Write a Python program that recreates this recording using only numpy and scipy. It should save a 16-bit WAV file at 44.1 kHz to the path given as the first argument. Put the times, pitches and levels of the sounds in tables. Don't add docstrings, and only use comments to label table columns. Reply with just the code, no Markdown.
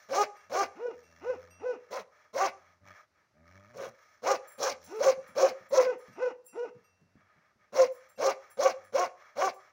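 import sys
import numpy as np
from scipy import signal
from scipy.fft import rfft, irfft, next_fast_len
from scipy.io import wavfile
from scipy.ndimage import uniform_filter1d, map_coordinates

SR = 44100
rng = np.random.default_rng(int(sys.argv[2]) if len(sys.argv) > 2 else 0)


def output_pcm(signal):
    pcm = np.clip(np.atleast_2d(signal).T, -1, 1) * 32767
    wavfile.write(sys.argv[1], SR, np.round(pcm).astype(np.int16))


N = 428651
T = np.arange(N) / SR


def from_db(db):
    return 10 ** (np.asarray(db) / 20)


def rms_one(x):
    return x / np.sqrt(np.mean(x ** 2) + 1e-20)


def evened(x):
    return x / np.sqrt(np.abs(uniform_filter1d(x * x, 441)) + 1e-12)


def drift(n, rate):
    return np.interp(np.arange(n) / SR * rate, np.arange(n), rng.standard_normal(n))


def coloured(x, spectrum):
    hz, db = np.transpose(spectrum)
    size = next_fast_len(len(x))
    bins_hz = np.maximum(np.fft.rfftfreq(size, 1 / SR), 1)
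    curve_db = np.interp(np.log(bins_hz), np.log(hz), db, left=-90, right=-90)
    return irfft(rfft(x, size) * from_db(curve_db), size)[:len(x)]


def cut(x, hz, kind, order=2):
    return signal.sosfilt(signal.butter(order, hz, kind, fs=SR, output="sos"), x)


def resonate(x, modes):
    out = 0
    for k, (hz, width, db) in enumerate(modes):
        r = np.exp(-np.pi * width / SR)
        ringing = signal.lfilter([1, 0, -1], [1, -2 * r * np.cos(2 * np.pi * hz / SR), r * r], x)
        out = out + (-1) ** k * from_db(db) * (1 - r * r) / 2 * ringing
    return out


def span(start, length, attack, release):
    at = np.flatnonzero((T >= start) & (T < start + length))
    edge = np.minimum((T[at] - start) / attack, (start + length - T[at]) / release)
    return at, np.sin(np.pi / 2 * np.clip(edge, 0, 1))


def clicks(hits, gains=1):
    out = np.zeros(N)
    seconds, db = np.transpose(hits)
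    out[(seconds * SR).astype(int)] = from_db(db) * gains
    return out


# frequency in Hz, relative level in dB.
AIR_COLOUR = [(25, -14.5), (90, 3), (250, -5), (600, -2), (900, -6), (1300, -4), (2000, -6.5),
              (3200, -18.5), (5800, -13), (8000, -27), (16000, -31.5)]


def outdoor_air():
    return from_db(-76) * rms_one(coloured(rng.standard_normal(N), AIR_COLOUR))


# centre in Hz, width in Hz, gain
# in dB.
FINE_PEAKS = [(3328, 27, 0.5), (4082, 270, 2.5), (4145.8, 133, 2.5), (4334, 130, -1.5), (5250, 190, 0.5),
              (5640, 200, 5), (6321, 580, -5), (6910, 160, 3), (8840, 980, -0.5), (11360, 430, 0.5)]


def with_fine_peaks(rush):
    return resonate(rush, FINE_PEAKS) + from_db(-13) * rush


# centre in Hz, width in Hz, gain in dB.
OPEN_THROAT = [(600, 33, 1), (1242.3, 57, 8), (1735, 210, 2), (2258, 140, 3.5)]
# frequency in Hz, gain in dB.
GASP_COLOUR = [(260, -39), (450, -2.5), (538, -5.5), (930, -1), (1270, -4), (2190, -8.5), (2510, -6.5),
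               (3320, -14), (4740, -22), (6190, -19), (7610, -32.5), (7960, -43.5), (10100, -40),
               (13000, -34.5), (15500, -17)]
# start in seconds, length in seconds, relative level in dB, hiss boost in dB.
GASPS = [(-.08, 0.19, -53.5, 8.5), (0.321, 0.197, -53.5, 2.5), (0.694, 0.205, -56.5, 1),
         (0.91, 0.6, -60.5, 7.5), (1.362, 0.33, -61, -1), (1.753, 0.25, -59.5, -1), (2.098, 0.23, -57.5, 1),
         (2.537, 0.2575, -58, 0), (2.832, 0.23, -50, 0), (3.124, 0.186, -65.5, -4), (3.437, 0.61, -58.5, 2),
         (3.97, 0.264, -59, 5.5), (4.405, 0.203, -52, -1), (4.796, 0.36, -57.5, 16.5),
         (5.191, 0.18, -49, -1), (5.505, 0.22, -52, 0), (5.97, 0.24, -53.5, 2.5), (6.724, 0.22, -66, 1.5),
         (7.14, 0.42, -62.5, -11.5), (7.58, 0.14, -60.5, -6), (7.91, 0.26, -56, 2),
         (8.375, 0.2005, -53.5, 2), (8.748, .18, -54, 0.5), (9.146, 0.23, -52.5, -0.5),
         (9.572, .17, -53, 0)]


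def gasps(growl_gain, puffs, hiss_above_hz=4200):
    chop_depth = np.clip(growl_gain / from_db(-68), 0, 1)
    rush = rng.standard_normal(N) * from_db(1.47 * drift(N, 90)) * (1 + chop_depth * (puffs - 1))
    breath = rms_one(coloured(with_fine_peaks(rush) + resonate(rush, OPEN_THROAT), GASP_COLOUR))
    body = cut(breath, hiss_above_hz, "low", order=3)
    hiss = cut(breath, hiss_above_hz, "high", order=3)
    out = np.zeros(N)
    for start, length, db, hiss_db in GASPS:
        at, gate = span(start, length, attack=.07, release=.12)
        out[at] += from_db(db) * gate * (body[at] + from_db(hiss_db) * hiss[at])
    return from_db(-5.5) * out


def swell(t, rise, fall, crest_db, edge_db, hold, bends):
    away = np.where(t < 0, -t / rise, t / fall)
    slope = np.maximum(away - hold, 0) / (1 - hold)
    flutter_db = 2.27 * drift(len(t), 110)
    return from_db(crest_db + (edge_db - crest_db) * slope ** np.where(t < 0, *bends) + flutter_db)


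def arch(t, rise, fall, top_hz, edge_hz, bends, hold=.2):
    away = np.where(t < 0, -t / rise, t / fall)
    slope = np.clip((away - hold) / (1 - hold), 0, 1.2)
    dome_hz = top_hz * (1 - .0632 * away ** 2)
    return dome_hz * min(edge_hz / top_hz, .7) ** (slope ** np.where(t < 0, *bends))


def folds(hz, rough, jitter, harmonics=20):
    n = len(hz)
    phase = 2 * np.pi * np.cumsum(hz * (1 + jitter * rough * drift(n, 342.2))) / SR
    shimmer = 1 + .5 * rough * drift(n, 300)
    low = sum(np.cos(k * phase) for k in range(1, 4))
    high = sum(np.cos(k * phase) for k in range(4, harmonics + 1))
    air = (1 + .38 * np.cos(phase)) * rng.standard_normal(n)
    return shimmer * low, shimmer * high, air, phase


def with_jaw(x, closed):
    speed = 1 - .03 * (closed - closed.mean())
    return map_coordinates(x, [np.cumsum(speed)], order=3, mode="mirror")


def throat_ring(t, hz, centre_hz=552.7, width_hz=51.05):
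    lock = np.exp(-((2 * hz - centre_hz) / width_hz) ** 2) * np.clip(-t / .01, 0, 1)
    return np.sqrt(2) * lock * np.sin(2 * np.pi * np.cumsum(2 * hz) / SR)


# centre in Hz, width in Hz, gain in dB.
THROAT = [(400, 86, -8.5), (536.5, 46.9, 14)]
MOUTH = [(735, 67.4, 5.5), (1143, 119.6, -0.5), (1498, 174, -5.5), (2273, 226, -10.5), (2850, 340, -17.5)]
# frequency in Hz, gain in dB.
RASP_COLOUR = [(2900, -19.5), (3150, -3.5), (3400, -11), (3650, -5), (4200, -6), (4800, -5.5), (5500, -6),
               (6300, -2), (7400, -12), (7900, -21.5), (9200, -20), (11500, -18), (12700, -20),
               (15400, -1.5), (18500, -17.5)]
# start, attack, rise and fall in seconds, crest pitch in Hz, roughness from 0 to 1,
# levels of throat, ring, mouth and rasp in dB, gape as a factor on the mouth's resonances.
BARKS = [(.084, .008, 0.13, 0.051, 413.2, 0.06, -30, -32.5, -25.5, -39.5, 1.025),
         (.494, 0.01, 0.11, 0.0709, 399.4, 0.1, -33.5, -32, -27.5, -41, 0.99),
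         (1.895, 0.0403, 0.057, .085, 254.7, 0.6, -39.5, -30, -39.5, -52, 0.91),
         (2.328, 0.017, 0.11, 0.073, 391.4, 0.15, -34.5, -29, -26.5, -42, 0.935),
         (3.73, 0.072, .117, 0.058, 200, 0.95, -40, -63.5, -47, -57, 1),
         (4.218, 0.0177, 0.099, 0.067, 406, 0.18, -30, -33.5, -27, -41.5, 0.99),
         (4.576, 0.018, 0.088, 0.088, 382, 0.68, -32, -41.5, -33, -38.5, 1.05),
         (4.984, 0.0091, 0.0932, 0.074, 391.6, .4, -32, -22, -30, -40, .99),
         (5.348, .008, .088, 0.1, 375.7, 0.3, -27.5, -23, -30, -41.5, 1.05),
         (5.702, .008, .083, 0.1, 355.8, 0.73, -32, -22.5, -30.5, -41, 0.9),
         (7.721, 0.0086, .09, .076, 352.6, .55, -29, -35, -31, -42.5, 0.95),
         (8.172, 0.013, 0.11, 0.0615, 398, 0.22, -28.5, -27.5, -26.5, -41, 0.983),
         (8.568, 0.0066, 0.096, 0.077, 379.8, 0.33, -30.5, -23, -28, -40.5, 0.994),
         (8.921, 0.011, .099, 0.067, 364.5, .25, -34, -21.5, -27.5, -44, 0.97),
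         (9.351, 0.02, 0.11, 0.06, 388, 0.18, -33, -28, -27, -42, 0.99)]


def barks(jaw_lag_s=.0027):
    out, takeover = second_tone()
    for start, attack, rise, fall, top_hz, rough, throat_db, ring_db, mouth_db, rasp_db, gape in BARKS:
        at, gate = span(start, rise + fall, attack, release=.022)
        t = T[at] - start - rise
        throat_gain = swell(t, rise, fall, throat_db, edge_db=-57, hold=.3, bends=(2, 1))
        throat_gain *= from_db(-3 * takeover[at])
        mouth_gain = swell(t - jaw_lag_s, rise, fall, mouth_db, edge_db=-55.5, hold=.2047, bends=(1.5, 1))
        rasp_gain = swell(t, rise, fall, rasp_db, edge_db=-64, hold=.16, bends=(2.5, 1.5))

        hz = arch(t, rise, fall, top_hz, edge_hz=205, bends=(1.25, 1.068))
        slack = np.tanh(5 * (1 - hz / top_hz))
        rough = rough + .51 * slack * (1 - rough)
        low, high, air, phase = folds(hz, rough, jitter=.06)

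        throat = resonate(low + 11 * rough * air, THROAT)
        throat = evened(cut(cut(throat, 680, "low", order=4), 320, "high", order=4))
        ring = from_db(ring_db) * throat_ring(t, hz)
        open_mouth = [(centre * gape, width, db) for centre, width, db in MOUTH]
        mouth = resonate(low + from_db(-9.5) * high + 11.3 * rough * air, open_mouth)
        mouth = evened(cut(cut(mouth, 690, "high", order=6), 3300, "low", order=6))

        chest = np.sin(phase) + from_db(-12.5) * np.sin(phase / 2)
        chest *= slack * from_db(-32.5) * throat_gain ** .45
        hiss = (air + from_db(-11) * high) * (1 + .35 * np.sin(phase / 2))
        hiss *= from_db(2 * drift(len(at), 120))
        rasp = coloured(with_fine_peaks(hiss), RASP_COLOUR)
        rasp = rms_one(with_jaw(rasp, closed=np.clip(t / fall, 0, 1)))
        teeth = from_db(rasp_db - 6) * teeth_hiss(hiss, t / fall)
        out[at] += gate * (throat_gain * throat + ring + mouth_gain * mouth + rasp_gain * rasp
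                           + teeth + chest)
    return out


# centre in Hz, width in Hz, gain in dB.
TEETH = [(2180, 200, -1.5), (2800, 170, -3.5), (2850, 130, -2), (4850, 350, -6.5)]


def teeth_hiss(hiss, share_of_fall):
    shutting = np.exp(-((share_of_fall - .54) / .28) ** 2)
    return shutting * rms_one(cut(resonate(hiss, TEETH), [1800, 5500], "band"))


# delay in seconds, gain in dB.
BOUNCES = [(.0031, -22), (.0087, -23.5), (.0143, -17.5), (.058, -34.5), (.081, -29), (.115, -32.5)]


def bounces(x):
    dull = cut(x, 3500, "low", order=1)
    return sum(from_db(db) * np.interp(T - delay, T, dull, left=0) for delay, db in BOUNCES)


# band centre in Hz, gain in dB, seconds to fade by 60 dB.
YARD_BANDS = [(173, -28.5, 0.1), (466, -26, 0.37), (870, -27.5, 0.46), (2095, -14, 0.13),
              (3630, -21.5, 0.17), (7200, -21.5, 0.47), (14000, -29.5, .2)]


def yard_echo(x, build_s=.012):
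    t, response = T[:SR], 0
    for hz, db, t60 in YARD_BANDS:
        band = cut(rng.standard_normal(SR), [hz / np.sqrt(2), min(hz * np.sqrt(2), SR * .45)], "band")
        tail = band * from_db(-60 * t / t60) * (1 - np.exp(-(t / build_s) ** 2))
        response = response + from_db(db) * tail / np.sqrt(np.sum(tail ** 2))
    return signal.fftconvolve(x, response)[:N]


def jingle(hits, modes):
    out = 0
    for hz, db, t60 in modes:
        r, w = from_db(-60 / (t60 * SR)), 2 * np.pi * hz / SR
        strengths = rng.choice([-1, 1], len(hits)) * from_db(db + 2 * rng.standard_normal(len(hits)))
        strikes = clicks(hits, strengths)
        soft_onset = .47 * np.roll(strikes, -int(rng.uniform(.0011, .0087) * SR))
        out += signal.lfilter([0, np.sin(w)], [1, -2 * r * np.cos(w), r * r], strikes + soft_onset + 1e-18)
    return out


# frequency in Hz, relative level in dB, seconds to fade by 60 dB.
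BELL_MODES = [(7458, -7.5, .33), (7518, -10.5, 0.35), (9260, -16.5, .17), (9190, -14.5, .18),
              (10200, -16, .22), (10415, -11.5, 0.3), (14450, -8, .15), (15590, -3.5, .11)]
# start in seconds, relative level in dB.
TINKLES = [(.369, -77.5), (4.481, -46), (4.519, -48.5), (4.581, -52.5), (4.845, -51), (4.965, -59),
           (5.278, -56.5), (5.695, -55), (5.989, -61.5), (6.449, -63.5), (6.465, -47), (7.923, -60),
           (7.948, -58.5), (8.095, -57.5), (8.508, -53), (8.847, -60), (9.541, -58.5)]


def collar_bell():
    jolts = [(start + rise + .35 * fall, rasp_db - 19) for start, _, rise, fall, *_, rasp_db, _ in BARKS]
    return from_db(-3) * jingle(TINKLES + jolts, BELL_MODES)


# frequency in Hz, relative level in dB, seconds to fade by 60 dB.
STEEL_MODES = [(2702, -8.5, 1.1), (4800, -12, 0.46), (5780, -5, 0.69), (8640, -15, .33),
               (12850, -12.5, .16)]
# start in seconds, relative level in dB.
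KNOCKS = [(.37, -58), (1.035, -60), (1.509, -52), (5.19, -64.5), (6.13, -57.5), (6.485, -58), (6.845, -60),
          (8.162, -60)]


def chain_ring():
    return from_db(-3.5) * jingle(KNOCKS, STEEL_MODES)


# start, length and attack in seconds, relative level in dB,
# pulses per second at the start and at the end.
GROWLS = [(.44, .3, .04, -76, 95, 85), (0.938, .74, .04, -70, 80, 92), (2.446, .37, .04, -79.5, 87, 89),
          (2.804, .16, 0.031, -66.5, 100, 90), (3.319, .4, .12, -65, 72, 110),
          (3.679, .27, 0.035, -65.5, 122, 115), (4.557, .35, 0.089, -71.5, 80, 85),
          (4.993, .3, .04, -76, 78, 80), (6.871, .42, .05, -80, 92, 94), (8.749, .2, .06, -75, 96, 97)]
# centre in Hz, width in Hz, gain in dB.
CHEST = [(88, 12, -0.5), (180, 160, -8.5), (238, 26, -3.5), (595, 28, -4.5)]


def growls():
    gain, rate = np.zeros(N), np.zeros(N)
    for start, length, attack, db, from_rate, to_rate in GROWLS:
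        at, gate = span(start, length, attack, release=.054)
        gain[at] += from_db(db) * gate
        rate[at] = np.linspace(from_rate, to_rate, len(at))
    rate[rate == 0] = rate[rate > 0].mean()
    cycles = np.cumsum(rate * (1 + .017 * drift(N, 40))) / SR
    puffs = rms_one(np.exp(-3.2 * (cycles % 1)) * from_db(1.7 * drift(N, 80)))
    pulses = np.diff(np.floor(cycles), prepend=0) * from_db(2.6 * drift(N, 72))
    thud = rms_one(cut(resonate(pulses, CHEST), 780, "low"))
    rattle = rms_one(resonate(puffs * rng.standard_normal(N), OPEN_THROAT))
    return gain * (from_db(5) * thud + from_db(-5) * cut(rattle, 2100, "low")), gain, puffs


# centre in Hz, width in Hz, gain in dB.
WOOF_MOUTH = [(706, 60, -2.5), (923, 120, 0.5), (1230, 110, -0.5), (1489, 50, 2), (2020, 200, -8.5),
              (2480, 130, -6.5), (2830, 140, -7.5)]
# start, rise and fall in seconds, crest pitch in Hz, roughness from 0 to 1,
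# levels of throat and mouth in dB.
WOOFS = [(.75, 0.11, 0.092, 482.4, 0.01, -34, -50.5), (1.202, 0.097, 0.081, 494, .11, -30.5, -47),
         (1.592, 0.094, 0.098, 502.7, 0.04, -30.5, -47.5), (4.866, 0.12, 0.048, 444, 0.19, -38.5, -51),
         (5.779, .106, 0.084, 508.7, 0.09, -29.5, -42), (6.153, 0.099, .085, 503, 0.16, -29.5, -42.5),
         (6.524, .09, 0.092, 488, .05, -31, -49.5)]


def woofs():
    out = np.zeros(N)
    for start, rise, fall, top_hz, rough, throat_db, mouth_db in WOOFS:
        at, gate = span(start, rise + fall, attack=.016, release=.016)
        t = T[at] - start - rise
        throat_gain = swell(t, rise, fall, throat_db, edge_db=-64, hold=.2, bends=(1.25, 1.2))
        mouth_gain = swell(t, rise, fall, mouth_db, edge_db=-64, hold=.2, bends=(1.5, 2.2))

        hz = arch(t, rise, fall, top_hz, edge_hz=180, bends=(2.2, 2.3))
        slack = np.tanh(4 * (1 - hz / top_hz))
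        hz = hz * (1 + .016 * drift(len(at), 60))
        rough = rough + .49 * slack
        low, high, air, phase = folds(hz, rough, jitter=.11, harmonics=6)

        hoarse = rms_one(cut(air, [400, 850], "band"))
        hoot = evened(np.sin(phase) + (.041 + .5 * slack) * hoarse)
        mouth = resonate(low + from_db(-7.5) * high + 7.9 * rough * air, WOOF_MOUTH)
        mouth = evened(cut(cut(mouth, 650, "high", order=4), 3000, "low", order=8))
        lips = from_db(-20) * rms_one(cut(cut(with_fine_peaks(air), 3200, "high"), 6500, "low", order=8))
        out[at] += gate * (throat_gain * hoot + mouth_gain * (mouth + lips))
    return out


# start in seconds, relative level in dB.
PAW_STEPS = [(2.83, -63.5), (5.065, -54), (5.175, -56), (5.288, -58), (5.608, -61), (6.083, -54),
             (6.749, -56), (7.014, -58.5), (7.155, -59.5), (7.359, -64), (7.558, -68.5)]


def paw_steps(t60=.22, band_hz=(115, 237)):
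    weight = signal.lfilter([1], [1, -from_db(-60 / (t60 * SR))], clicks(PAW_STEPS) + 1e-18)
    return from_db(-.5) * weight * rms_one(cut(rng.standard_normal(N), band_hz, "band"))


# start and length in seconds, first and last pitch in Hz,
# level in dB.
VOICE_BREAKS = [(4.293, 0.0451, 550, 506, -21.5), (4.643, 0.049, 563.6, 495.1, -26),
                (5.051, 0.073, 554.6, 503, -18), (5.412, 0.0594, 517, 546.7, -18.5),
                (5.762, 0.068, 532, 497.8, -15.5), (7.776, 0.0824, 540.3, 497, -16.5),
                (8.228, 0.077, 547.5, 524, -24), (8.643, 0.0415, 526.5, 525, -15.5)]


def second_tone():
    out, takeover = np.zeros(N), np.zeros(N)
    for start, length, from_hz, to_hz, db in VOICE_BREAKS:
        at, gate = span(start, length, attack=.028, release=.025)
        hz = np.linspace(from_hz, to_hz, len(at)) * (1 + .0092 * drift(len(at), 120))
        phase = 2 * np.pi * np.cumsum(hz) / SR
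        tone = np.sin(phase) + from_db(-21.5) * np.sin(2 * phase)
        out[at] += np.sqrt(2) * from_db(db) * gate ** 2 * tone
        takeover[at] = gate
    return out, takeover


def scene():
    near_dog, far_dog = barks(), woofs()
    growling, growl_gain, puffs = growls()
    breath = gasps(growl_gain, puffs)
    collar = collar_bell() + chain_ring()
    air = outdoor_air()
    echo = bounces(near_dog) + yard_echo(from_db(-7) * near_dog + from_db(-2.5) * far_dog)
    return (near_dog + far_dog + echo + growling + breath + paw_steps() + collar + air)[None]


def record(dry):
    top_cut = signal.ellip(12, .2, 80, 16000, fs=SR, output="sos")
    return signal.sosfilt(top_cut, cut(dry, 45, "high"))


dry = scene()
out = record(dry)
output_pcm(out)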